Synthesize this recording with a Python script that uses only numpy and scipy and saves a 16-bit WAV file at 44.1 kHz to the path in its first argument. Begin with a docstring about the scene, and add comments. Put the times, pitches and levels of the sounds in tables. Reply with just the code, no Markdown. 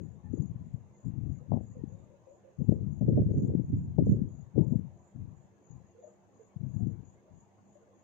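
"""A draught from a fan rumbles and slaps in the two bare microphone ports, in a quiet room at night.
The wind is noise under gust envelopes, with sudden fronts, single eddies and one brief whistle, at each port
on its own. Crickets outside on both sides are narrow noise cut by wing strokes; far hoots and peeps are
gliding, wavering tones. Fan wash and outdoor rumble are shaped noise, the motor hum narrow bands of noise;
tiny random tonal pips and a faint hiss, such as digital processing leaves behind, lie underneath."""
import sys
import numpy as np
from scipy import signal
from scipy.io import wavfile
from scipy.ndimage import uniform_filter1d

SR = 44100
rng = np.random.default_rng(int(sys.argv[2]) if len(sys.argv) > 2 else 0)


def pcm_store(signal):
    """Save signal as 16-bit PCM."""
    levels = np.round(np.clip(np.atleast_2d(signal), -1, 1) * 32767)
    wavfile.write(sys.argv[1], SR, levels.astype(np.int16).T)


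def magnitude_from_level(level_db):
    """Linear magnitude for a level in decibels (20 dB per decade)."""
    exponent = np.asarray(level_db, float) / 20
    return 10 ** exponent


N = 354255  # samples

# Draught gusts, one list each for left and right port: [arrival t/s, held t/s, level/dB, dying away/(dB/s)]
GUSTS = [
    [(0.0, 0.0028, -36, 65.5), (.25, 0.05, -38.5, 100), (.31, 0.019, -32.5, 148), (.39, 0.026, -26, 225.5),
     (.5, 0.015, -34, 61), (.743, 0.011, -42.5, 87), (1.062, 0.0066, -26.5, 247.5),
     (1.14, 0.096, -32, 69.5), (1.26, 0.05, -29.5, 159.5), (1.49, 0.0076, -32.5, 196),
     (1.52, 0.011, -23, 159.5), (1.65, 0.056, -43.5, 36), (1.77, 0.15, -40.5, 88),
     (2.595, 0.0076, -29, 172), (2.685, 0.0038, -18, 188), (2.81, 0.048, -28.5, 59),
     (3.013, 0.19, -25.5, 495), (3.265, 0.015, -23, 77.5), (3.4, 0.097, -28, 100),
     (3.545, 0.066, -26.5, 273), (3.69, 0.09, -29, 104), (3.86, 0.18, -35, 154.5),
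     (3.985, 0.018, -23, 120.5), (4.06, 0.11, -25.5, 198.5), (4.205, 0.048, -29.5, 293.5),
     (4.3, 0.12, -41.5, 120.5), (4.565, 0.046, -21, 303.5), (4.67, 0.084, -26.5, 120),
     (5.16, 0.074, -37.5, 96), (5.708, 0.043, -44.5, 119), (6.615, 0.017, -28.5, 129.5),
     (6.745, 0.022, -31, 122), (6.81, 0.032, -26, 103.5), (7.31, 0.044, -50.5, 140)],
    [(.534, .005, -47, 44), (1.571, 0.2, -55, 162.5), (2.755, 0.062, -39.5, 131), (3.02, 0.033, -37, 63),
     (3.07, 0.053, -29, 98), (3.14, 0.078, -23.5, 112.5), (3.36, 0.016, -22.5, 200.5),
     (3.49, 0.023, -30.5, 186), (3.65, 0.07, -36.5, 203), (3.73, 0.0068, -22, 244),
     (3.8, 0.048, -34.5, 107), (4.01, 0.083, -28, 299), (4.1, 0.039, -24.5, 497),
     (4.19, 0.04, -41.5, 119.5), (4.765, 0.01, -51, 72), (5.18, 0.015, -47, 123)],
]
# Air between gusts at the left and right port: [lowest level/dB]
CALM_DB = [-86, -79]
GUST_RISE_DB_PER_S = 1099.5
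# Gust fronts, left port then right, levels before the bass cut:
# [onset t/s, starting level/dB, starting upper edge f/Hz, time to fade by 20 dB t/s]
FRONTS = [
    [(0.002, -41.5, 550, 0.1), (0.334, -39.5, 529, 0.22), (1.524, -36.5, 1175, 0.12),
     (2.605, -38, 700, 0.07), (2.716, -34.5, 665, 0.2), (3.011, -33.5, 863, 0.07), (3.08, -28, 607, 0.2),
     (3.174, -29, 821, 0.1), (3.29, -35, 592, 0.54), (3.441, -36.5, 656, 0.42), (3.984, -26.5, 792, 0.07),
     (4.066, -36.5, 619, 0.48), (4.558, -36, 786, 0.24), (4.578, -27.5, 633, 0.12),
     (4.719, -40.5, 735, 0.16), (6.863, -51, 543, 0.5)],
    [(3.166, -30.5, 542, 0.18), (3.232, -26, 558, 0.03), (3.373, -34.5, 470, 0.3), (4.116, -32, 594, 0.2)],
]
# Single eddies slapping the left port, then the right: [centre t/s, peak level before the bass cut/dB, f/Hz]
SLAPS = [
    [(0.34, -17.5, 241), (0.743, -19.5, 118), (1.064, -17, 150), (1.518, -19.5, 145), (1.52, -19, 610),
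     (1.541, -22.5, 518), (1.574, -29.5, 480), (1.543, -17.5, 222), (1.564, -18.5, 181),
     (1.839, -21.0, 252), (2.619, -15.5, 177), (2.692, -16.5, 170), (2.694, -22.5, 400),
     (2.723, -22.5, 470), (2.724, -12.5, 256), (3.013, -14, 145), (3.088, -9, 147), (3.089, -22, 380),
     (3.177, -14, 243), (3.217, -12, 150), (3.448, -18.5, 199), (3.503, -32, 453), (3.551, -12, 228),
     (3.552, -26.5, 377), (3.598, -15.5, 230), (3.599, -31, 400), (3.987, -29.5, 520), (3.988, -7, 133),
     (4.07, -25.5, 460), (4.024, -13, 248.5), (4.219, -13.5, 178), (4.582, -16, 422), (4.583, -13, 233),
     (4.61, -9, 147), (4.725, -12.5, 185), (4.758, -13.5, 188), (6.565, -24.5, 134), (6.765, -21, 166),
     (6.87, -21.5, 240)],
    [(3.161, -14.5, 158.6), (3.186, -19, 174), (3.423, -18, 202), (3.745, -21.5, 150), (4.095, -9.5, 186),
     (4.122, -8.5, 172)],
]
# Air whistling briefly at the left port: (onset t/s, time to fade by 20 dB t/s, f/Hz, width f/Hz, level/dB)
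WHISTLE = (4.572, .12, 890, 100, -54)
LOW_HZ = np.arange(24)[:, None] * SR / 512  # wind noise bins, up to 2 kHz

# Spectrum of fan wash and outdoor rumble: [f/Hz, relative level per Hz/dB]
ROOM = [(60, -1.5), (200, -6.5), (300, -8.5), (460, -8), (960, -14.5), (1150, -20.5), (1340, -27.5),
        (1800, -26.5), (5000, -43), (8000, -44)]
# How alike that wash is at the two ports: [f/Hz, left-right likeness from -1 to 1]
SAME = [(240, 0.08), (470, 0.82), (940, 0.18), (1800, 0.033)]
# Fan motor hum, before the bass cut: [f/Hz, level/dB]
HUM = [(102, -71.5), (199, -71), (350, -75.5), (2618, -102)]
ROOM_DB = -63.5  # wash rms before the bass cut

# Steady cricket, heard on both sides, straying behind (positive) or ahead (negative) of its beat: [t/s, lag t/s]
LAG = [(0, 0.0068), (2.2, -0.067), (3.5, 0.075), (4.1, 0.053), (4.4, 0.022), (4.7, -0.0084), (6.8, 0.052),
       (7.7, -0.019)]
# Its wing on the left, then the right: [f/Hz, width f/Hz, typical level/dB]
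BEAT_WING = [(6930, 59, -80.5), (7040, 54, -78.5)]
BEAT_S, BEAT_CHIRP_S, BEAT_SPREAD_DB = .334, .13, 2.5
# Fitful cricket on the left, another on the right: [start t/s, length t/s, level/dB]
CALLS_FITFUL = [
    [(0.32, 0.19, -68), (.94, 0.12, -69.5), (1.3, 0.096, -72), (1.63, 0.18, -72), (1.89, 0.054, -72.5),
     (2.59, 0.057, -75.5), (2.92, 0.11, -72), (3.31, 0.17, -68), (3.64, .06, -75.5), (4.05, 0.12, -72),
     (4.29, 0.16, -69.5), (4.95, 0.087, -76), (5.64, 0.12, -67.5), (5.86, 0.06, -71.5), (6.01, 0.1, -70.5),
     (6.34, 0.15, -70), (6.68, 0.14, -71), (6.87, 0.065, -75), (7.05, 0.072, -70.5), (7.33, 0.12, -72.5),
     (7.66, 0.19, -76), (7.95, 0.068, -74)],
    [(.02, 0.027, -71), (.32, 0.089, -81.5), (1.25, 0.18, -82.5), (2.25, 0.14, -79), (4.6, 0.13, -75),
     (5.3, 0.17, -81), (5.98, 0.17, -77)],
]
# Their wings, left then right: [f/Hz, width f/Hz]
FITFUL_WING = [(6690, 91), (6790, 100)]
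# Farther insects on the left, then the right: [level/dB]
CHORUS_DB = [-81.5, -92]
STROKES_PER_S = 62  # average wing stroke rate

# Far hoots: [middle t/s, length t/s, f/Hz, glide f/Hz, starting level/dB, left minus right level/dB]
HOOTS = [(0.259, 0.042, 845, 0, -64, -12), (1.435, 0.065, 512, 91, -62.5, -14),
         (1.78, 0.069, 488, -63, -58.5, -14.5), (1.948, 0.12, 532, 30, -63.5, -12),
         (2.127, 0.056, 539, 20, -61, 16.5), (2.305, 0.078, 560, 40, -56.5, 11),
         (2.465, 0.062, 538, -32, -58, -15.5), (5.96, 0.03, 472, 15, -58, -10),
         (6.04, .12, 483.5, -16, -56.5, -1), (6.066, 0.085, 612, -12, -54.5, 12.5),
         (6.415, 0.043, 448, -21, -55, -7.5), (6.815, 0.055, 719, 4, -64, -10),
         (7.291, 0.028, 620, -38, -60, 0), (7.762, 0.021, 584, 22, -61, 15),
         (7.825, 0.046, 470, -18, -63, -6), (0.258, 0.055, 1790, 2, -79, 17)]
# One small far caller on a single note: [middle t/s, starting level/dB]
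PEEPS = [(5.98, -81), (6.95, -81), (7.59, -81), (7.83, -78)]
PEEP_HZ, PEEP_S = 1445, .04

BAND_TOP_HZ = 8080  # the scene is band-limited here by processing
HISS_DB, FLARE_DB = -94.5, -19  # faint steady hiss left by processing; sound level at which the noise doubles


def evened(x):
    """Scales to rms 1."""
    return x / np.sqrt(np.mean(x ** 2) + 1e-20)


def read(points, hz):
    """Reads a spectrum on a log frequency axis."""
    f, value = np.transpose(points)
    return np.interp(np.log(hz + 1), np.log(f + 1), value)


def add(mix, s, sound):
    """Adds a sound to the mix in place, from time s on."""
    part = mix[..., max(round(s * SR), 0):][..., :sound.shape[-1]]
    part += sound[..., :part.shape[-1]]


def wander(size, count=N):
    """Smooth chance of rms 1 that turns about every `size` samples."""
    return evened(signal.oaconvolve(rng.standard_normal(count), np.blackman(3 * size), "same"))


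def resonate(x, hz, width):
    """A resonance: shifts hz down to zero, smooths twice, shifts back."""
    turn = np.exp(2j * np.pi * hz * np.arange(len(x)) / SR)
    r = np.exp(-np.pi * width / SR)
    smooth = signal.lfilter([(1 - r) ** 2], [1, -2 * r, r * r], x / turn)
    return 2 * (turn * smooth).real


def bass_cut(x, hz=97):
    """The small microphone loses the deepest bass."""
    return signal.sosfilt(signal.butter(4, hz, "high", fs=SR, output="sos"), x)


def low_noise(gain):
    """Noise below 2 kHz from random short-time spectra; gain is LOW_HZ by steps of 128 samples."""
    a, b = rng.standard_normal((*gain.T.shape, 2)).T
    spectra = np.zeros((257, gain.shape[1]), complex)
    spectra[:len(gain)] = (a + 1j * b) * gain
    return signal.istft(spectra, nperseg=512, noverlap=384)[1]


def gust_level(rows, calm_db):
    """Each gust rises fast, holds and dies away; the strongest rules. 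Gives (s, dB) every 128 samples."""
    t = np.arange(N // 128 + 5) * 128 / SR
    s, held, level_db, dying = np.transpose(rows)[:, :, None]
    rise_loss_db = GUST_RISE_DB_PER_S * np.maximum(s - t, 0)
    loss_db = rise_loss_db + dying * np.maximum(t - s - held, 0)
    strongest_db = (level_db - loss_db).max(axis=0)
    return np.transpose([t, np.maximum(strongest_db, calm_db)])


def draught(rows, lumps_db=3.0, bend=1.4):
    """Turbulence: stronger air makes smaller eddies, so the spectrum falls less steeply."""
    s, level_db = np.transpose(rows)
    steps = np.arange(N // 128 + 5) * 128 / SR
    fall_db = 15.5 - 0.93 * np.interp(steps, s, level_db)  # up to 400 Hz
    air = bass_cut(low_noise(magnitude_from_level(-fall_db * (LOW_HZ / 400) ** bend))[:N])
    air *= magnitude_from_level(lumps_db * wander(size=260))  # eddies arrive in lumps
    power = uniform_filter1d(uniform_filter1d(air ** 2, size=2000), size=2000)
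    air /= np.sqrt(power + 1e-20)  # flatten slow swings, so that the gusts set the level
    return air * magnitude_from_level(np.interp(np.arange(N) / SR, s, level_db))


def room(patchy_db=2.5):
    """Fan wash and outdoor rumble with drifting patches, and the wavering motor hum."""
    frames, hz = N // 256 + 5, np.fft.rfftfreq(1024, 1 / SR)
    a, b, c, d, patches = rng.standard_normal((frames, 513, 5)).T
    patches = uniform_filter1d(patches, size=4, axis=0)
    patches = evened(uniform_filter1d(patches, size=10, axis=1))
    same = np.clip(read(SAME, hz), -1, 1)[:, None]
    left = a + 1j * b
    right = same * left + np.sqrt(1 - same ** 2) * (c + 1j * d)
    spectra = np.array([left, right]) * magnitude_from_level(read(ROOM, hz)[:, None] + patchy_db * patches)
    wash = signal.istft(spectra, nperseg=1024, noverlap=768)[1][:, :N]
    hum = sum(magnitude_from_level(db) * evened(resonate(rng.standard_normal(N), f, 14 + f / 90)) for f, db in HUM)
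    return magnitude_from_level(ROOM_DB) * evened(wash) + hum


def cricket(rows, hz, width):
    """Wing strokes, strong and weak in turn, scrape one wing tone."""
    turns = np.cumsum(STROKES_PER_S * (1 + 0.099 * wander(size=3000))) / SR
    strokes = (1 + 0.24 * np.cos(2 * np.pi * turns)) * (1 + 0.13 * np.cos(np.pi * turns))
    swell = np.zeros(N)
    for start, length, db in rows:
        chirp = signal.windows.tukey(round((length + 0.062) * SR), .8)  # soft edges reach past the call
        add(swell, start - .035, magnitude_from_level(db) * chirp)
    return swell * evened(strokes) * evened(resonate(rng.standard_normal(N), hz, width))


def crickets(side):
    """A steady cricket, a fitful one, and farther insects that blur into a chorus."""
    hz, width, db = BEAT_WING[side]
    steady = []
    for s in np.arange(0, N / SR, BEAT_S):
        lag = np.interp(s, *np.transpose(LAG))
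        steady.append((s + lag, BEAT_CHIRP_S, db + BEAT_SPREAD_DB * rng.standard_normal()))
    chorus = magnitude_from_level(CHORUS_DB[side]) * evened(resonate(rng.standard_normal(N), 6630, 800))
    return cricket(steady, hz, width) + cricket(CALLS_FITFUL[side], *FITFUL_WING[side]) + chorus


def pips(count=90, pip_db=-85):
    """Tiny random tonal pips, such as a noise suppressor leaves behind, each on one side."""
    out, t = np.zeros((2, N)), np.arange(2200) / SR
    for when, pitch, size, side in rng.random((count, 4)):
        hz = 900 * 2.9 ** pitch
        level = magnitude_from_level(pip_db + read(ROOM, hz) - read(ROOM, 1400) + 11 * size)  # follows the room's spectrum
        pip = level * np.hanning(len(t)) * np.sin(2 * np.pi * hz * t)
        add(out[int(2 * side)], when * N / SR, pip)
    return out


def fronts(rows, low_hz=260, dulling=0.36, rise=.005, lumps_db=4.5):
    """A gust front sets in at once with small eddies, which die and dull as it passes."""
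    out, steps = np.zeros(N), np.arange(100) * 128 / SR
    for s, peak_db, edge_hz, fade in rows:
        fade = max(fade, .02)
        edge = edge_hz * np.exp(-dulling * steps / fade)
        tilt = LOW_HZ ** 2 / (LOW_HZ ** 2 + low_hz ** 2)  # weakens the bass
        fizz = low_noise(magnitude_from_level(-24 * (LOW_HZ / edge) ** 3.7) * tilt)
        t = np.arange(len(fizz)) / SR
        swell = np.sin(np.pi / 2 * np.minimum(t / rise, 1)) ** 2 * magnitude_from_level(peak_db - 20 * t / fade)
        swell *= magnitude_from_level(lumps_db * wander(size=180, count=len(t)))
        swell *= np.cos(np.pi / 2 * t / t[-1])  # down to silence at the end
        add(out, s - rise / 2, swell * fizz / np.std(fizz[:2000]))
    return bass_cut(out)


def hoots(spread_hz=75, clear=.55, sag_db=7):
    """Each hoot or peep is a tone, gliding or level, that sags, wavers and is blurred by echoes."""
    out, t = np.zeros((2, N)), np.arange(9000) / SR
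    peeps = [(s, PEEP_S, PEEP_HZ, 0, db, 0) for s, db in PEEPS]
    for s, length, hz, glide_hz, db, pan_db in list(HOOTS) + peeps:
        swell = np.minimum(t / 0.0056, 1)
        swell = swell * magnitude_from_level(-sag_db * t / length - 260 * np.maximum(t - length, 0))
        pitch = hz + glide_hz * (np.minimum(t / length, 1) - .5)
        turn = np.exp(2j * np.pi * np.cumsum(pitch) / SR)
        a, b, c, d = [evened(resonate(rng.standard_normal(len(t)), 0, spread_hz)) for part in range(4)]
        echoes = np.array([a + 1j * b, c + 1j * d]) / 2  # its own blur at each port
        tone = evened((turn * (clear + echoes)).real)
        level = magnitude_from_level(db + pan_db / 2 * np.array([[1], [-1]]))
        add(out, s - length / 2, level * swell * tone)
    return out


def slaps(rows, rise=0.5, fade=0.74):
    """One eddy: a short low thump of random phase, rising faster than it fades (both in cycles)."""
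    out, t = np.zeros(N), np.arange(-600, 900) / SR
    for s, peak_db, hz in rows:
        cycles = t * hz
        width = rise + (fade - rise) * (1 + np.tanh(cycles)) / 2  # passes smoothly from rise to fade
        swell = np.exp(-(cycles / width) ** 2)
        add(out, s + t[0], magnitude_from_level(peak_db) * swell * np.cos(2 * np.pi * (cycles + rng.random())))
    return bass_cut(out)


def whistle(s, length, hz, width, db):
    """Air whistling at a port: a fuzzy tone of narrow noise that sets in at once and thins out."""
    t = np.arange(N) / SR - s
    swell = np.clip(t / 0.0091, 0, 1) * magnitude_from_level(db - 20 * (np.maximum(t, 0) / length) ** 2)
    return swell * evened(resonate(rng.standard_normal(N), hz, width))


def scene():
    """Wind and crickets differ at each port; the room is shared."""
    wind = []
    for k in range(2):
        air = draught(gust_level(GUSTS[k], CALM_DB[k]))
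        wind.append(air + fronts(FRONTS[k]) + slaps(SLAPS[k]))
    wind[0] = wind[0] + whistle(*WHISTLE)
    outside = np.array([crickets(side=k) for k in range(2)]) + hoots()
    return np.array(wind) + outside + pips() + bass_cut(room())


def low_pass(x):
    """Removes everything above the highest recorded frequency."""
    return signal.sosfilt(signal.butter(12, 15700, fs=SR, output="sos"), x)


def record(dry):
    """The band limit, and a faint hiss with processing noise that swells at the loudest moments."""
    top = signal.firwin(401, BAND_TOP_HZ, window=("kaiser", 10), fs=SR)
    power = uniform_filter1d(dry ** 2, size=600, axis=1)
    swell = 1 + (power / magnitude_from_level(FLARE_DB) ** 2) ** 2
    noise = magnitude_from_level(HISS_DB) * swell * rng.standard_normal(dry.shape)
    mix = signal.oaconvolve(dry, top[None], "same") + noise
    return low_pass(mix)


dry = scene()
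out = record(dry)
pcm_store(out)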